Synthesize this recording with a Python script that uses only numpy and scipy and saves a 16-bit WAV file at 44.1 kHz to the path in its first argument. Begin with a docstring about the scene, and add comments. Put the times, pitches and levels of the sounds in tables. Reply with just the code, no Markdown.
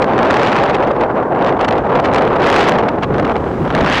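"""Country road, on a moving vehicle: wind beats on the microphone over low road rumble and faint tyre hiss.
Each gust strengthens the large eddies a little and the small ones a lot; the strongest add a bright
rush of air. Single eddies hit as short slaps or dull thuds. The microphone overloads, so gusts and
slaps flatten into a rasping crackle."""
import sys
import numpy as np
from scipy import signal
from scipy.fft import rfft, irfft
from scipy.io import wavfile
from scipy.ndimage import map_coordinates

SR = 44100
rng = np.random.default_rng(int(sys.argv[2]) if len(sys.argv) > 2 else 0)


def put_to_file(sound):
    """Save the sound as 16-bit audio at rate SR, in the file named by the first command-line argument."""
    columns = np.atleast_2d(sound).T  # one column per channel
    safe = np.clip(columns, -1, 1)
    whole_steps = np.round(safe * 32767)
    wavfile.write(sys.argv[1], SR, whole_steps.astype(np.int16))


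N = 176400

# gust strength at the microphone: t/s, level/dB
GUST_DB = [(0, -34.5), (.13, -27.5), (.3, -22.5), (.45, -20), (.7, -24.5), (.8, -28), (.87, -30.5),
           (1.03, -31), (1.12, -37), (1.18, -33), (1.29, -40.5), (1.37, -33), (1.48, -26), (1.56, -36.5),
           (1.62, -26.5), (1.7, -34), (1.8, -30), (1.88, -30.5), (1.98, -26.5), (2.08, -31.5), (2.2, -26),
           (2.3, -27.5), (2.39, -27), (2.44, -18), (2.6, -19.5), (2.75, -24), (2.85, -31), (2.97, -34),
           (3.08, -35.5), (3.16, -29), (3.3, -28.5), (3.42, -33.5), (3.6, -37), (3.7, -26.5), (3.8, -21),
           (3.84, -20.5), (4, -21.5)]
# mid-range roar, on top of the gusts: t/s, level/dB
ROAR_DB = [(0, 5.5), (.45, -1.5), (.85, 0.5), (1.25, 2), (1.7, .5), (1.85, 1), (1.97, 1.5), (2.25, 1),
           (2.5, 0), (2.8, 1), (3.05, -5), (3.3, -1), (3.58, -10.5), (3.78, -2.5), (3.95, -7.5)]
# large-eddy spectrum: f/Hz, level/dB
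LARGE_EDDY_SPECTRUM_DB = [(20, -31), (60, -19), (130, -5.5), (220, -3), (330, -1), (480, 1), (800, -1.5),
                          (1100, -7), (1600, -16.5), (2400, -37.5), (4000, -60.5), (9000, -62)]
# small-eddy spectrum: f/Hz, level/dB
SMALL_EDDY_SPECTRUM_DB = [(100, -20.5), (500, -6), (1100, 4.5), (1800, -2), (3000, -9.5), (4500, -22),
                          (7000, -34.5), (14000, -53.5)]
# lulls, air leaves the microphone opening: t/s, depth/dB, length/s
LULLS = [(.06, 6, 0.076), (.78, 6, 0.026), (.94, 8.5, 0.028), (.975, 5, 0.012), (1.07, 4.5, 0.033),
         (1.133, 6.5, .03), (1.28, 6.5, 0.039), (1.545, 2.5, 0.028), (1.584, 15, 0.011),
         (1.668, 15, 0.0082), (1.823, 8, 0.073), (2.017, 11, 0.02), (2.293, 10, 0.019), (2.82, 27, 0.0056),
         (2.922, 6.5, 0.018), (3.005, 7, 0.024), (3.068, 6.5, 0.035), (3.22, 17, 0.0054),
         (3.335, 13, 0.012), (3.388, 9, 0.019), (3.42, 12, 0.0084), (3.49, -3.5, 0.0074), (3.555, 3, 0.034),
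         (3.692, 14, 0.011), (3.722, 14, 0.0053)]
# low buffeting and road rumble: t/s, level/dB
RUMBLE_DB = [(0, -29), (.7, -25), (1.25, -29), (1.65, -26.5), (1.85, -24.5), (2.5, -22), (2.95, -24),
             (3.12, -16.5), (3.35, -20.5), (3.53, -19.5), (3.64, -21.5), (3.8, -15), (4, -20.5)]
# rumble spectrum: f/Hz, level/dB
RUMBLE_SPECTRUM_DB = [(15, -22.5), (35, -8.5), (70, -1), (140, -2.5), (280, -5), (500, -6.5), (1000, -40.5),
                      (3000, -60.5)]
# tyre and air hiss: t/s, level/dB
HISS_DB = [(0, -37), (.5, -40), (1.2, -40.5), (2.2, -39), (3, -40.5), (3.6, -30), (4, -42)]
# hiss spectrum: f/Hz, level/dB
HISS_SPECTRUM_DB = [(200, 6), (1200, 10), (2500, -5.5), (5000, -17), (8000, -23), (11000, -32.5),
                    (16000, -26)]
# slaps of air: t/s, relative peak level/dB, length/s
SLAPS = [(0.024, -10.5, 0.0084), (0.044, -19, 0.0041), (0.749, -17, 0.017), (.832, -21.5, 0.0082),
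         (.915, -24, .01), (1.011, -18, 0.0096), (1.172, -36, 0.016), (1.48, -21.5, 0.04),
         (1.613, -15.5, 0.0068), (1.649, -13, 0.0096), (1.686, -10.5, 0.0096), (1.71, -13.5, 0.0034),
         (1.726, -14.5, 0.0031), (1.783, -24, .01), (2.054, -16.5, 0.023), (2.137, -10, 0.0021),
         (2.147, -4, 0.0028), (2.162, -8.5, 0.0068), (2.185, -11.5, 0.0079), (2.68, -10.5, 0.011),
         (2.837, -23.5, 0.0044), (2.888, -18, 0.0099), (3.036, -19, 0.023), (3.143, -22, 0.0087),
         (3.183, -19, 0.0036), (3.199, -11.5, 0.0052), (3.251, -18.5, .008), (3.705, -19.5, 0.0027),
         (3.751, -8.5, 0.0024), (3.81, -11, 0.008), (3.849, -15, 0.0073)]
# slap spectrum: f/Hz, level/dB
SLAP_SPECTRUM_DB = [(60, -12), (300, 2), (800, 3), (1600, -3), (3000, -9.5), (5000, -23.5), (8000, -37.5),
                    (14000, -53)]
# bright rush of air: t/s, level/dB
RUSH_DB = [(0, -42), (.2, -42), (.45, -25), (.7, -37.5), (.85, -59.5), (2.34, -63), (2.42, -28.5),
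           (2.5, -28), (2.61, -19), (2.74, -36), (2.85, -60), (3.65, -60), (3.84, -34), (3.9, -21.5),
           (3.96, -14.5), (4, -20)]
# rush spectrum: f/Hz, level/dB
RUSH_SPECTRUM_DB = [(200, -17.5), (900, -6.5), (1700, 3.5), (3100, -1.5), (4500, -9), (7000, -24.5),
                    (14000, -49)]
# thuds of large slow eddies: t/s, peak level/dB, length/s
THUDS = [(3.16, -18, .08), (3.625, -11, 0.064), (3.82, -15, 0.1)]
# thud spectrum: f/Hz, level/dB
THUD_SPECTRUM_DB = [(50, -38), (100, -11), (140, -3.5), (190, -8.5), (300, -10), (600, -31), (1500, -66)]
# microphone response: f/Hz, gain/dB
MIC_RESPONSE_DB = [(20, -0.5), (2000, 0), (4000, -1.5), (7000, -2.5), (11000, -6.5), (16000, -9.5)]

GUST_REF_DB = -26.5  # gust strength at which LARGE_DB and SMALL_DB hold
LARGE_DB, LARGE_DB_PER_DB, LARGE_FLUTTER_DB = -10.5, 0.31, 1.8
SMALL_DB, SMALL_DB_PER_DB, SMALL_FLUTTER_DB = -26.5, 1.44, 1.7
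FLUTTER_PER_S, BURSTS_PER_S = 130, 480


def undb(db):
    """Decibels to gain."""
    return 10 ** (np.asarray(db) / 20)


def curve(rows):
    """Linear interpolation of (t/s, value) rows."""
    times_s, values = np.array(rows, float).T
    return np.interp(np.arange(N) / SR, times_s, values)


def colour(x, response_db):
    """Filter by (f/Hz, gain/dB) rows, interpolated in log frequency."""
    f_hz, gain_db = np.array(response_db, float).T
    bins_hz = np.maximum(np.arange(N // 2 + 1) * SR / N, 1)
    gain = undb(np.interp(np.log(bins_hz), np.log(f_hz), gain_db))
    return irfft(rfft(x) * gain, N)


def noise(spectrum_db):
    """Random pressure of given spectral shape, rms 1."""
    x = colour(rng.standard_normal(N), spectrum_db)
    return x / x.std()


def jitter(rate_per_s):
    """Smooth random signal, standard deviation 1."""
    knots = rng.standard_normal(8192)
    x = map_coordinates(knots, [np.arange(N) / SR * rate_per_s], order=3, mode="wrap")
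    return x / x.std()


def swells(rows):
    """One Gaussian hump per (t/s, height, length/s) row."""
    t_s = np.arange(N) / SR
    return sum(height * np.exp(-(2 * (t_s - at_s) / length_s) ** 2) for at_s, height, length_s in rows)


def wind(burst_db=6):
    """Large eddies roar, small ones tear past in bursts; both flutter together and drop in the lulls."""
    gust_db = curve(GUST_DB) - GUST_REF_DB
    flutter = jitter(FLUTTER_PER_S)
    large_db = LARGE_DB + LARGE_DB_PER_DB * gust_db + curve(ROAR_DB) + LARGE_FLUTTER_DB * flutter
    small_db = SMALL_DB + SMALL_DB_PER_DB * gust_db + SMALL_FLUTTER_DB * flutter
    small_db += burst_db * jitter(BURSTS_PER_S)
    roar = undb(large_db) * noise(LARGE_EDDY_SPECTRUM_DB)
    tearing = undb(small_db) * noise(SMALL_EDDY_SPECTRUM_DB)
    return (roar + tearing) * undb(-swells(LULLS))


def road(throb_db=0.58, throb_per_s=18):
    """Throbbing low rumble under smooth tyre and air hiss."""
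    rumble = noise(RUMBLE_SPECTRUM_DB) * undb(curve(RUMBLE_DB) + throb_db * jitter(throb_per_s))
    hiss = noise(HISS_SPECTRUM_DB) * undb(curve(HISS_DB))
    return rumble + hiss


def eddy_hits(hits, spectrum_db, burst_db=2.4):
    """Single eddies hit the opening head on, each a brief, ragged pressure swell."""
    envelope = swells([(at_s, undb(peak_db), length_s) for at_s, peak_db, length_s in hits])
    return envelope * noise(spectrum_db) * undb(burst_db * jitter(BURSTS_PER_S))


def rush(burst_db=3):
    """Fast air of the strongest gusts tears across the opening."""
    return noise(RUSH_SPECTRUM_DB) * undb(curve(RUSH_DB) + burst_db * jitter(BURSTS_PER_S))


def scene(slap_gain_db=4):
    """Total pressure at the microphone, mono."""
    slaps = undb(slap_gain_db) * eddy_hits(SLAPS, SLAP_SPECTRUM_DB)
    thuds = eddy_hits(THUDS, THUD_SPECTRUM_DB)
    return (wind() + slaps + thuds + rush() + road())[None]


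def record(dry, ceiling=0.46, knee=2.97, asymmetry=0.02, coupling_hz=22, top_hz=15800):
    """Microphone: soft, slightly uneven overload, then deep-bass loss, dulled treble, steep top cut."""
    drive = dry[0] / ceiling
    biased = drive * (1 - asymmetry * np.sign(drive))
    flattened = ceiling * drive / (1 + np.abs(biased) ** knee) ** (1 / knee)
    highpass = signal.butter(1, coupling_hz, "high", fs=SR, output="sos")
    lowpass = signal.ellip(10, .1, 80, top_hz, fs=SR, output="sos")
    dulled = colour(signal.sosfilt(highpass, flattened), MIC_RESPONSE_DB)
    return signal.sosfilt(lowpass, dulled)[None]


dry = scene()
out = record(dry)
put_to_file(out)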